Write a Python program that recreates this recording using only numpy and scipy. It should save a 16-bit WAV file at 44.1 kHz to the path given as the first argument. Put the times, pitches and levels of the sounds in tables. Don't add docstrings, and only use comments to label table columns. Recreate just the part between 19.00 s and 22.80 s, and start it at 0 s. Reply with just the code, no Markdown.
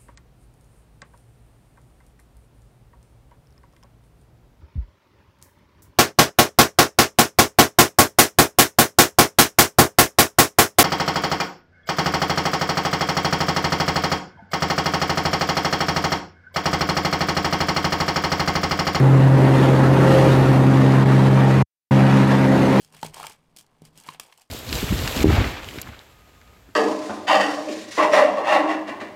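import sys
import numpy as np
from scipy import signal
from scipy.io import wavfile
from scipy.ndimage import uniform_filter1d

SR = 44100
rng = np.random.default_rng(int(sys.argv[2]) if len(sys.argv) > 2 else 0)


def persist_wave(psi):
    counts = np.round(np.clip(psi, -1, 1) * 32767).astype(np.int16)
    wavfile.write(sys.argv[1], SR, np.atleast_2d(counts).T)


def elevation(decibels):
    levels = np.asarray(decibels, float)
    return 10 ** (levels / 20)


N = 167580
T = np.arange(N) / SR


def evened(x):
    return x / np.sqrt(np.mean(abs(x) ** 2) + 1e-20)


def read(points, hz):
    f, value = np.transpose(points)
    return np.interp(np.log(hz + 1), np.log(f + 1), value)


def drift(hz):
    size = 4096
    f = np.fft.fftfreq(size, N / SR / size)
    noise = rng.standard_normal(size) + 1j * rng.standard_normal(size)
    z = evened(np.fft.ifft(noise / (1 + (f / hz) ** 4)))
    at, knots = np.linspace(0, size - 1, N), np.arange(size)
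    return np.interp(at, knots, z.real) + 1j * np.interp(at, knots, z.imag)


def control(name, t=T):
    # t/s, blade hum/dB, grass load/dB, imbalance/dB, deck octave/dB, exhaust facing/dB, chute howl/dB
    drive = [(0, -11, -26, -34, -26.5, 4, -31.5), (.32, -10.5, -26, -32, -23.5, 1.5, -26.5),
             (.6, -15, -24, -29, -22, 3, -27), (.9, -14, -25, -29.5, -25, 4.5, -26.5),
             (1.15, -16, -22.5, -27, -35, 6, -19.5), (1.42, -14.5, -24, -40, -25, 5, -28.5),
             (1.62, -13, -25.5, -22.5, -20, 3, -32.5), (1.9, -13, -25, -22.5, -19.5, -1, -41),
             (2.25, -12.5, -25, -20, -26, -0.5, -33), (2.6, -14, -25.5, -20, -32.5, -3, -38),
             (2.92, -13, -25, -17.5, -22, -2.5, -27), (3.2, -15.5, -24.5, -17.5, -22.5, -3, -33),
             (3.5, -19, -25, -20, -20.5, -0.5, -24.5), (3.7, -23.5, -24.5, -22, -19, 2, -28),
             (3.8, -20, -23.5, -16, -24, -3, -26)]
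    names = ["t", "hum", "load", "imbalance", "octave", "facing", "howl"]
    rows = np.array(drive)
    return np.interp(t, rows[:, 0], rows[:, names.index(name)])


def load(t=T):
    return control("load", t) - control("load").mean()


def shaft():
    # t/s, rate/(turns/s)
    speed = [(0, 66.6), (.9, 66.75), (1.2, 66.4), (1.45, 66), (1.75, 66.5), (2.3, 66.4), (3.2, 66.6),
             (3.5, 66.3), (3.8, 66.4)]
    return 2 * np.pi * np.cumsum(np.interp(T, *np.transpose(speed))) / SR


def cycle():
    belt_ratio = .4312
    return belt_ratio * shaft()


def whines():
    # f/Hz, rms level/dB
    tones = [(2842, -49.5), (4716, -64.5), (5028, -67), (5356, -75.5), (9695, -75), (11160, -78),
             (12350, -81), (13824, -78)]
    width_hz, sway_db = 21, 2
    out = np.zeros(N)
    for hz, db in tones:
        level_db = db + load() + sway_db * np.sqrt(2) * drift(6.).real
        out += elevation(level_db) * (drift(width_hz) * np.exp(2j * np.pi * hz * T)).real
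    return out


def chirps():
    # start/s, length/s, f/Hz, level/dB
    squeaks = [
        (0, .5, 12350, -69),
        (.38, .06, 8750, -61),
        (1.1, .4, 13824, -67),
        (1.3, .4, 11160, -66),
        (1.65, .35, 13824, -69),
        (2.97, .04, 13824, -66),
        (3.38, .1, 13824, -65),
        (3.46, .08, 6250, -57),
        (3.6, .06, 6250, -56),
        (3.72, .08, 12350, -62),
    ]
    out = np.zeros(N)
    for start_s, length_s, hz, db in squeaks:
        swell = np.sin(np.pi * np.clip((T - start_s) / length_s, 0, 1)) ** .5
        tone = ((1 + .6 * drift(30.)) * np.exp(2j * np.pi * hz * T)).real
        out += elevation(db) * np.sqrt(2) * swell * tone
    return out


def clippings():
    rate_per_s, level_db, spread_db = 1500, -42, 2.2
    size = elevation(spread_db * np.minimum(rng.exponential(1, N), 5)) * (rng.random(N) < rate_per_s / SR)
    spot, t, out = rng.integers(0, 16, N), np.arange(300) / SR, np.zeros(N)
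    for k, hz in enumerate(np.geomspace(900, 6000, 16)):
        ring = np.sin(2 * np.pi * hz * t) * t * hz * np.exp(-t * hz / 1.8) * 1200 / hz ** 0.7
        out += signal.oaconvolve(size * (spot == k), ring)[:N]
    return elevation(level_db + 0.82 * load()) * evened(out)


def roar():
    # f/Hz, density/dB
    spectrum = [(25, -14.5), (100, -25), (160, -6), (350, -7), (1000, -12), (2200, -22), (5000, -35.5),
                (15500, -51)]
    # f/Hz, width/Hz, level/dB
    hollows = [(310, 120, 0), (870, 97, 1.5), (1874, 180, 3), (4200, 490, 1)]
    # f/Hz, share/1
    load_share = [(100, .3), (350, 0.91), (1000, 1.14), (4000, 2.46), (12000, 1.8)]
    # f/Hz, share/1
    facing_share = [(60, .6), (300, 0.51), (2000, -0.25), (6000, -0.13), (13000, 0.29)]
    level_db, patch_db, streak_db, gust_db = -20, 0.5, 2.2, 0.31
    blade_depth, fire_depth = 0.07, 0.069

    def smooth(x, frames_wide, bins_wide):
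        x = uniform_filter1d(x, size=frames_wide, axis=0)
        return evened(uniform_filter1d(x, size=bins_wide, axis=1))

    frames, hz = N // 256 + 5, np.fft.rfftfreq(1024, 1 / SR)
    frame_s = np.arange(frames) * 256 / SR
    a, b, patches, streaks = rng.standard_normal((frames, 513, 4)).T
    patches, streaks = smooth(patches, 14, 12), smooth(streaks, 2, 10)
    gust = evened(uniform_filter1d(rng.standard_normal(frames), size=6))
    shape = read(spectrum, hz) + sum(db * np.exp(-((hz - f) / w) ** 2) for f, w, db in hollows)
    field_db = shape[:, None] + patch_db * patches + streak_db * streaks
    field_db = field_db + read(load_share, hz)[:, None] * (load(frame_s) + gust_db * gust)
    field_db = field_db + read(facing_share, hz)[:, None] * control("facing", frame_s)
    air = evened(signal.istft((a + 1j * b) * elevation(field_db), nperseg=1024, noverlap=768)[1][:N])
    s = shaft()
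    chop = blade_depth * (np.cos(2 * s) + 0.75 * np.cos(s) + 0.56 * np.cos(4 * s))
    return elevation(level_db) * air * (1 + chop + fire_depth * np.cos(cycle()))


def engine():
    # multiple of cycle/1, level/dB
    firing = [(2, -32), (3, -34.5), (4, -47), (5, -33.5), (6, -31.5), (8, -36.5), (10, -31.5), (11, -32.5),
              (13, -34), (14, -40.5), (22, -47.5)]
    angle, out = cycle(), np.zeros(N)
    for k, db in firing:
        waver = 1 + .2 * drift(2.0)
        phase = 2 * np.pi * rng.random()
        out += np.sqrt(2) * elevation(db) * (waver * np.exp(1j * (k * angle + phase))).real
    return elevation(control("facing")) * out


def order(k, level_db, wobble):
    # t/s, octave lag/turns
    swing = [
        (0, .21),
        (2, .2),
        (2.5, .38),
        (2.95, .6),
        (3.8, .62),
    ]
    odd_lag_turns, wobble_hz, shake_per_load = .51, 10, 2.3
    shake = 1 + wobble * elevation(shake_per_load * load()) * drift(wobble_hz)
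    swing_turns = np.interp(T, *np.transpose(swing)) * k / 4 * (k % 2 == 0) * (k > 2)
    lag = 2 * np.pi * (odd_lag_turns * (k % 2 == 1) + swing_turns)
    return np.sqrt(2) * elevation(level_db) * (shake * np.exp(1j * (k * shaft() + lag))).real


def blades():
    # shaft order/1, level/dB, share following load/1
    upper = [(5, -30.5, 1.3), (6, -32, 2.4), (7, -34.5, 0.28), (9, -38.5, 0.87), (9.5, -39, 0.54),
             (10, -49.5, .5), (12, -36.5, 0.3), (14, -38, .8)]
    out = np.zeros(N)
    for k, name in ((2, "hum"), (3, "imbalance"), (4, "octave"), (8, "howl")):
        out += order(k, control(name), .07 * k / 2)
    for k, db, share in upper:
        out += order(k, db + share * load(), wobble=.35)
    return out


def scene():
    return (whines() + chirps() + clippings() + roar() + engine() + blades())[None]


def top_cut(x):
    return signal.sosfilt(signal.butter(12, 15670, fs=SR, output="sos"), x)


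def record(dry):
    # t/s, depth/1, length/s, thump level/dB
    stumbles = [
        (2.049, 0.63, 0.0081, -16),
        (2.297, 0.4, 0.0086, -20),
        (2.576, 0, 0.015, -18),
        (3.262, 0.32, 0.017, -30),
    ]
    thump_hz, cut_s, back_s, fade_s = 82, 2.6268, 2.9088, 0.0021
    x = dry[0].copy()
    for at_s, depth, length_s, db in stumbles:
        bump = np.exp(-((T - at_s) / length_s) ** 2)
        thump = elevation(db) * bump * np.sin(2 * np.pi * thump_hz * (T - at_s))
        x = x * (1 - np.clip(depth, 0, 1) * bump) + thump
    x = np.tanh(1.086 * x) / 1.095
    x = x * np.clip(np.maximum(cut_s - T, (T - back_s) / 1.2) / fade_s, 0, 1)
    x = signal.sosfilt(signal.butter(3, 84.5, "high", fs=SR, output="sos"), x)
    x = signal.sosfilt(signal.butter(4, 14800, fs=SR, output="sos"), x)
    x = x + elevation(-95.5) * rng.standard_normal(N)
    return top_cut(x[None])


dry = scene()
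out = record(dry)
persist_wave(out)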